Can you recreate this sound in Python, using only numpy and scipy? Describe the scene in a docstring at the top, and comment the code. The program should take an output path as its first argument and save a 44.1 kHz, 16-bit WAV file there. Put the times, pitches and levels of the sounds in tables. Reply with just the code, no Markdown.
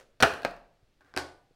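"""Two small boxes land on a wooden table: one clips the top, both slap down, the cardboard one tips flat.
Then a phone is set on its edge, slid a little and let fall. Each contact is a click and a brief rattle,
coloured by the object; boxes and table top ring in damped modes. Behind them: the scuff of the toss,
soft footfalls, a ceiling echo, room reverberation and a quiet room tone."""
import sys
import numpy as np
from scipy import signal
from scipy.fft import rfft, irfft
from scipy.io import wavfile

SR = 44100
rng = np.random.default_rng(int(sys.argv[2]) if len(sys.argv) > 2 else 0)


def generate_wav(sig):
    """Save sig (samples, or channels by samples) to the path in sys.argv[1] as 16-bit PCM at SR."""
    pcm = np.round(np.clip(np.atleast_2d(sig).T, -1, 1) * 32767).astype(np.int16)
    wavfile.write(sys.argv[1], SR, pcm)


N = 68355
T = np.arange(N) / SR
FFT_SIZE = 2 ** 17
HZ = np.maximum(np.arange(FFT_SIZE // 2 + 1) * SR / FFT_SIZE, 1)
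CUTOFF_HZ = 16000


# Box contacts. Each row: start in seconds, level in dB, brightness in Hz, rattle re click in dB,
# push on the modes in dB.
BOX_HITS = [(.2028, -21.5, 8970, 12, -22), (.2058, -17, 10010, 9.5, -29.5), (.2124, -25, 15910, 0, -31),
            (.2135, -10, 398, 1, -23), (.2251, -1, 13940, 13, -18), (.2285, -15.5, 9006, 2.5, -23.5),
            (.2311, -1, 2502, 5, 5.5), (.2332, 0, 3500, 2.5, -17), (.335, -19.5, 450, -19, -19),
            (.3375, -30, 15000, 14, -30), (.368, -51, 16000, 15, -43)]
# Clack spectrum. Each row: frequency in Hz, gain in dB.
BOX_EQ = [(25, 5), (70, 16), (130, 15), (230, 16), (400, 20.5), (700, 23.5), (1000, 18), (1550, 26),
          (1900, 19), (2150, 12), (2450, 20.5), (3350, 14.5), (3800, 12), (4150, 16.5), (5100, 10),
          (5800, 13), (6500, 5.5), (9500, 4), (12000, -0.5), (16000, -1.5)]
# Box and table-top resonances. Each row: frequency in Hz, peak gain in dB, T60 in seconds.
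BOX_MODES = [(35, 6, 1.6), (146, 10.5, 0.082), (416.8, 27.5, 0.23), (521, 24, 0.074), (683, 19, 0.11),
             (667.5, 32.5, 0.2), (779, 23.5, 0.18), (1198, 22, 0.31), (1415, 26.5, 0.056), (1510, 27, 0.12),
             (1724, 28.5, 0.047), (2433, 22, 0.037), (2920, 20.5, 0.14)]
TABLETOP_MODES = [(77.5, 17, 0.42), (126, 13, .6), (281, 19, 0.34), (296, 18, 0.24), (365.5, 18, 0.42),
                  (550, 7.1, 0.49), (718, 19, 0.38), (750, 11, 0.41), (800, 15, 0.71), (833.5, 17, .3),
                  (1105, 18, .32), (1188, 22, 0.36), (1480, 26, .36), (1569, 25, 0.14)]

def boxes(table_db=-6, ring_room_db=-12):
    """Both boxes slap down, contents rattling; boxes and table top ring."""
    push = blows(BOX_HITS)
    body = ring(push, BOX_MODES)
    table = from_db(table_db) * ring(push, TABLETOP_MODES)
    slaps = clack(BOX_HITS, BOX_EQ, rattle_t60_s=.03, room_db=-2)
    return slaps + body + table + from_db(ring_room_db) * room(body)


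# Carton contacts. Each row: start in seconds, level in dB, brightness in Hz, rattle re click in dB,
# push on the modes in dB.
CARTON_HITS = [(.4322, -21, 5000, 10, -20), (.4497, -3, 5000, -6, 0), (.4506, -4, 3000, 4, -18),
               (.4528, -6, 1200, 0, -18), (.4195, -31, 14000, 10, -40), (.444, -32, 16000, 12, -40),
               (.5098, -32, 15000, 12, -40), (.564, -39, 16000, 10, -45)]
# Knock spectrum. Each row: frequency in Hz, gain in dB.
CARTON_EQ = [(30, -22), (100, 3.5), (170, 16.5), (350, 8.5), (600, 17.5), (1000, 10.5), (1700, 13.5),
             (2100, 5.5), (2550, 11.5), (3200, 0.5), (4200, 7), (7000, -3.5), (15000, -6)]
# Carton resonances. Each row: frequency in Hz, peak gain in dB, T60 in seconds.
CARTON_BODY_MODES = [(33.4, 15, 0.69), (293, 16, 0.24), (540, 12, 0.043), (664, 16, .33), (691, 25.8, 0.51),
                     (1594, 21.9, 0.125), (2460, 12, 0.12), (2530, 12, 0.19)]

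def carton(ring_room_db=-14):
    """The hollow cardboard box knocks, rocks and falls flat."""
    body = ring(blows(CARTON_HITS), CARTON_BODY_MODES)
    knocks = clack(CARTON_HITS, CARTON_EQ, rattle_t60_s=.025, room_db=-3.5)
    return knocks + body + from_db(ring_room_db) * room(body)


# Phone touches, drop and bounces. Each row: start in seconds, level in dB, brightness in Hz,
# rattle re click in dB, push on the modes in dB.
PHONE_CONTACTS = [(1.008, -34, 2420, 14, -29), (1.0475, -44, 5960, 16, -35), (1.1394, -17, 2800, 6, -20),
                  (1.1478, -22, 1200, 0, -28), (1.1644, -6, 10100, 11, -53.5), (1.1682, 1.5, 1660, 3.5, 2),
                  (1.1738, -5.5, 3950, 34, -20.5), (1.1754, 0.5, 12600, 1, -29)]
# Clack spectrum. Each row: frequency in Hz, gain in dB.
PHONE_EQ = [(30, -25), (80, -5), (170, -2), (240, -6.5), (330, 6), (800, 6), (1150, 1), (1600, 3),
            (2100, 1), (2900, -2.5), (4900, 4), (6300, -4), (9500, -6), (15000, -20.5)]

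def phone(ring_room_db=-12):
    """The hard, heavy phone clacks and sets the table top ringing."""
    table = ring(blows(PHONE_CONTACTS), TABLETOP_MODES)
    clacks = clack(PHONE_CONTACTS, PHONE_EQ, rattle_t60_s=.0065, room_db=2, t60_scale=.91, tail_hz=6200)
    return clacks + table + from_db(ring_room_db) * room(table)


# Friction envelope. Each row: time in seconds, relative level in dB.
SLIDE_ENVELOPE = [(1.009, -49), (1.04, -65), (1.06, -54), (1.11, -55.5), (1.14, -59)]
# Friction spectrum. Each row: frequency in Hz, gain in dB.
SLIDE_EQ = [(100, -17), (500, 13.5), (1000, 9), (1600, 14.5), (2800, -1), (5000, -6.5), (8000, -12),
            (15000, -21)]

def slide(grain_db=4, gain_db=-13.5):
    """The phone's edge scrapes faintly over the wood: gated, grainy noise."""
    times_s, levels_db = np.transpose(SLIDE_ENVELOPE)
    grains = rng.standard_normal(N) * from_db(grain_db * rng.standard_normal(N))
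    envelope = from_db(np.interp(T, times_s, levels_db) + gain_db)
    sliding = (T > times_s[0]) * (T < times_s[-1])
    return colour(grains / grains.std() * envelope * sliding, SLIDE_EQ)


# Scuffs. Each row: start in seconds, level in dB, brightness in Hz, rattle re click in dB.
SCUFF_HITS = [(.0, -29.5, 13660, 13.5), (.0112, -32, 5030, 0.5)]
# Scuff spectrum. Each row: frequency in Hz, gain in dB.
SCUFF_EQ = [(60, -7.5), (300, 9), (540, 18), (850, 3.5), (1500, 6), (2200, 1.5), (3500, 0), (6000, -0.5),
            (15000, -12)]

def toss():
    """Cardboard scuffs off the fingers, farther back in the room."""
    return clack(SCUFF_HITS, SCUFF_EQ, rattle_t60_s=.023, room_db=5)


# Footfalls. Each row: start in seconds, level in dB, brightness in Hz, rattle re click in dB.
STEP_HITS = [(.829, -5, 89, -6), (1.105, -14.5, 100, -7), (1.509, -20, 422, 7.5)]
# Thud spectrum. Each row: frequency in Hz, gain in dB.
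STEP_EQ = [(15, -14.5), (40, 6), (100, -2.5), (220, -9.5), (480, 7.5), (1500, -34), (8000, -31)]

def steps():
    """Dull thuds of feet on the floor."""
    return clack(STEP_HITS, STEP_EQ, rattle_t60_s=.046, room_db=-3.5)


def clack(hits, eq, rattle_t60_s, room_db, t60_scale=1, tail_hz=CUTOFF_HZ):
    """Contacts and their reverberation, coloured by the object."""
    force = contacts(hits, rattle_t60_s)
    reflections = ceiling(force) + reverb(hits, t60_scale, tail_hz)
    return colour(force + from_db(room_db) * reflections, eq)


def contacts(hits, rattle_t60_s):
    """Each contact is a click and a brief rattle, both duller when the touch is soft."""
    force = np.zeros(N)
    click = T == 0
    for start_s, level_db, bright_hz, rattle_db, *_ in hits:
        rattle_gain = from_db(rattle_db)
        rattle = rattle_gain * rng.standard_normal(N) * decay(rattle_t60_s)
        pulse = (click + rattle) / np.hypot(1, rattle_gain)
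        force += from_db(level_db) * delayed(lowpass(pulse, bright_hz), start_s)
    return force


def blows(hits):
    """Pulses that drive the modes: weak from a corner, strong from a flat face."""
    return sum(from_db(push_db) * delayed(lowpass(T == 0, bright_hz), start_s)
               for start_s, _, bright_hz, _, push_db in hits)


def ring(force, modes):
    """Parallel resonances, each with its own peak gain and decay."""
    out = np.zeros(N)
    for hz, peak_db, t60_s in modes:
        r = np.exp(-np.log(1000) / (t60_s * SR))
        feedback = [1, -2 * r * np.cos(2 * np.pi * hz / SR), r * r]
        out += from_db(peak_db) * (1 - r * r) / 2 * signal.lfilter([1, 0, -1], feedback, force + 1e-18)
    return out


def room(x):
    """Ceiling echo and reverberation of a ringing body."""
    impulse_response = reverb([(0, 0, CUTOFF_HZ)])
    return ceiling(x) + signal.fftconvolve(x, impulse_response)[:N]


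def ceiling(x, delay_s=.0079, gain_db=-10.5, lowpass_hz=3500):
    """One dull echo off the low ceiling."""
    return from_db(gain_db) * delayed(lowpass(x, lowpass_hz), delay_s)


# Room decay. Each row: band centre in Hz, base T60 in seconds.
ROOM_BANDS = [(60, 0.54), (250, 0.56), (650, 0.56), (1500, 0.43), (3000, 0.42), (6000, 0.38), (10000, 0.46),
              (16000, 0.3)]
# Reverberation spectrum. Each row: frequency in Hz, gain in dB.
ROOM_EQ = [(40, -11), (200, -8.5), (600, -4.5), (1500, -5.5), (5000, -7.5), (15000, -4)]

def reverb(hits, t60_scale=1, tail_hz=CUTOFF_HZ, predelay_s=.0049, build_s=.0014, early_db=-1):
    """Each contact feeds early reflections and a diffuse tail whose treble dies first."""
    noise_spectrum = rfft(rng.standard_normal(N), FFT_SIZE)
    build = 1 - np.exp(-T / build_s)
    early = from_db(early_db) * decay(t60_s=.14)
    out = np.zeros(N)
    for hz, t60_s in ROOM_BANDS:
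        band = at_hz([(centre_hz, centre_hz == hz) for centre_hz, _ in ROOM_BANDS], HZ)
        late = decay(t60_s * t60_scale) / np.hypot(1, hz / tail_hz)
        hit_energy = build ** 2 * (early ** 2 + late ** 2)
        energy = np.zeros(N)
        for start_s, level_db, bright_hz, *_ in hits:
            gain = from_db(level_db) / (1 + (hz / bright_hz) ** 2)
            energy += gain ** 2 * delayed(hit_energy, start_s + predelay_s)
        out += irfft(noise_spectrum * band)[:N] * np.sqrt(energy)
    return colour(out, ROOM_EQ)


# Room tone spectrum. Each row: frequency in Hz, gain in dB.
ROOM_TONE_EQ = [(25, -45), (60, -53), (125, -52.5), (200, -58.5), (500, -62), (1000, -71), (1600, -69),
                (2100, -71), (4500, -74), (7000, -81.5), (15000, -90)]

def room_tone():
    """Quiet, steady noise, strongest in the bass."""
    return colour(rng.standard_normal(N), ROOM_TONE_EQ)


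def colour(x, eq):
    """Minimum-phase filter with the given spectrum."""
    cepstrum = irfft(np.log(from_db(at_hz(eq, HZ))))
    cepstrum[1:FFT_SIZE // 2] *= 2
    cepstrum[FFT_SIZE // 2 + 1:] = 0
    return irfft(rfft(x, FFT_SIZE) * np.exp(rfft(cepstrum)))[:N]


def lowpass(x, hz):
    """Two-pole low-pass."""
    r = np.exp(-2 * np.pi * hz / SR)
    return signal.lfilter([(1 - r) ** 2], [1, -2 * r, r * r], x + 1e-18)


def decay(t60_s):
    """Exponential decay of unit energy."""
    envelope = np.exp(-np.log(1000) * T / t60_s)
    return envelope / np.sqrt(np.sum(envelope ** 2))


def delayed(x, delay_s):
    """Delay, cut to N samples."""
    return np.concatenate([np.zeros(int(delay_s * SR)), x])[:N]


def at_hz(points, hz):
    """Interpolate on a log-frequency axis."""
    points_hz, values = np.transpose(points)
    return np.interp(np.log(hz), np.log(points_hz), values)


def from_db(db):
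    """Decibels to gain."""
    return 10 ** (np.asarray(db) / 20)


def scene():
    """Objects and footfalls over room tone, mono."""
    return (toss() + boxes() + carton() + phone() + slide() + steps() + room_tone())[None]


def record(dry, clip_level=.52):
    """Soft clip, then a steep low-pass."""
    rounded = dry / (1 + (dry / clip_level) ** 4) ** (1 / 4)
    top_cut = signal.ellip(10, .1, 80, CUTOFF_HZ, fs=SR, output="sos")
    return signal.sosfilt(top_cut, rounded)


dry = scene()
out = record(dry)
generate_wav(out)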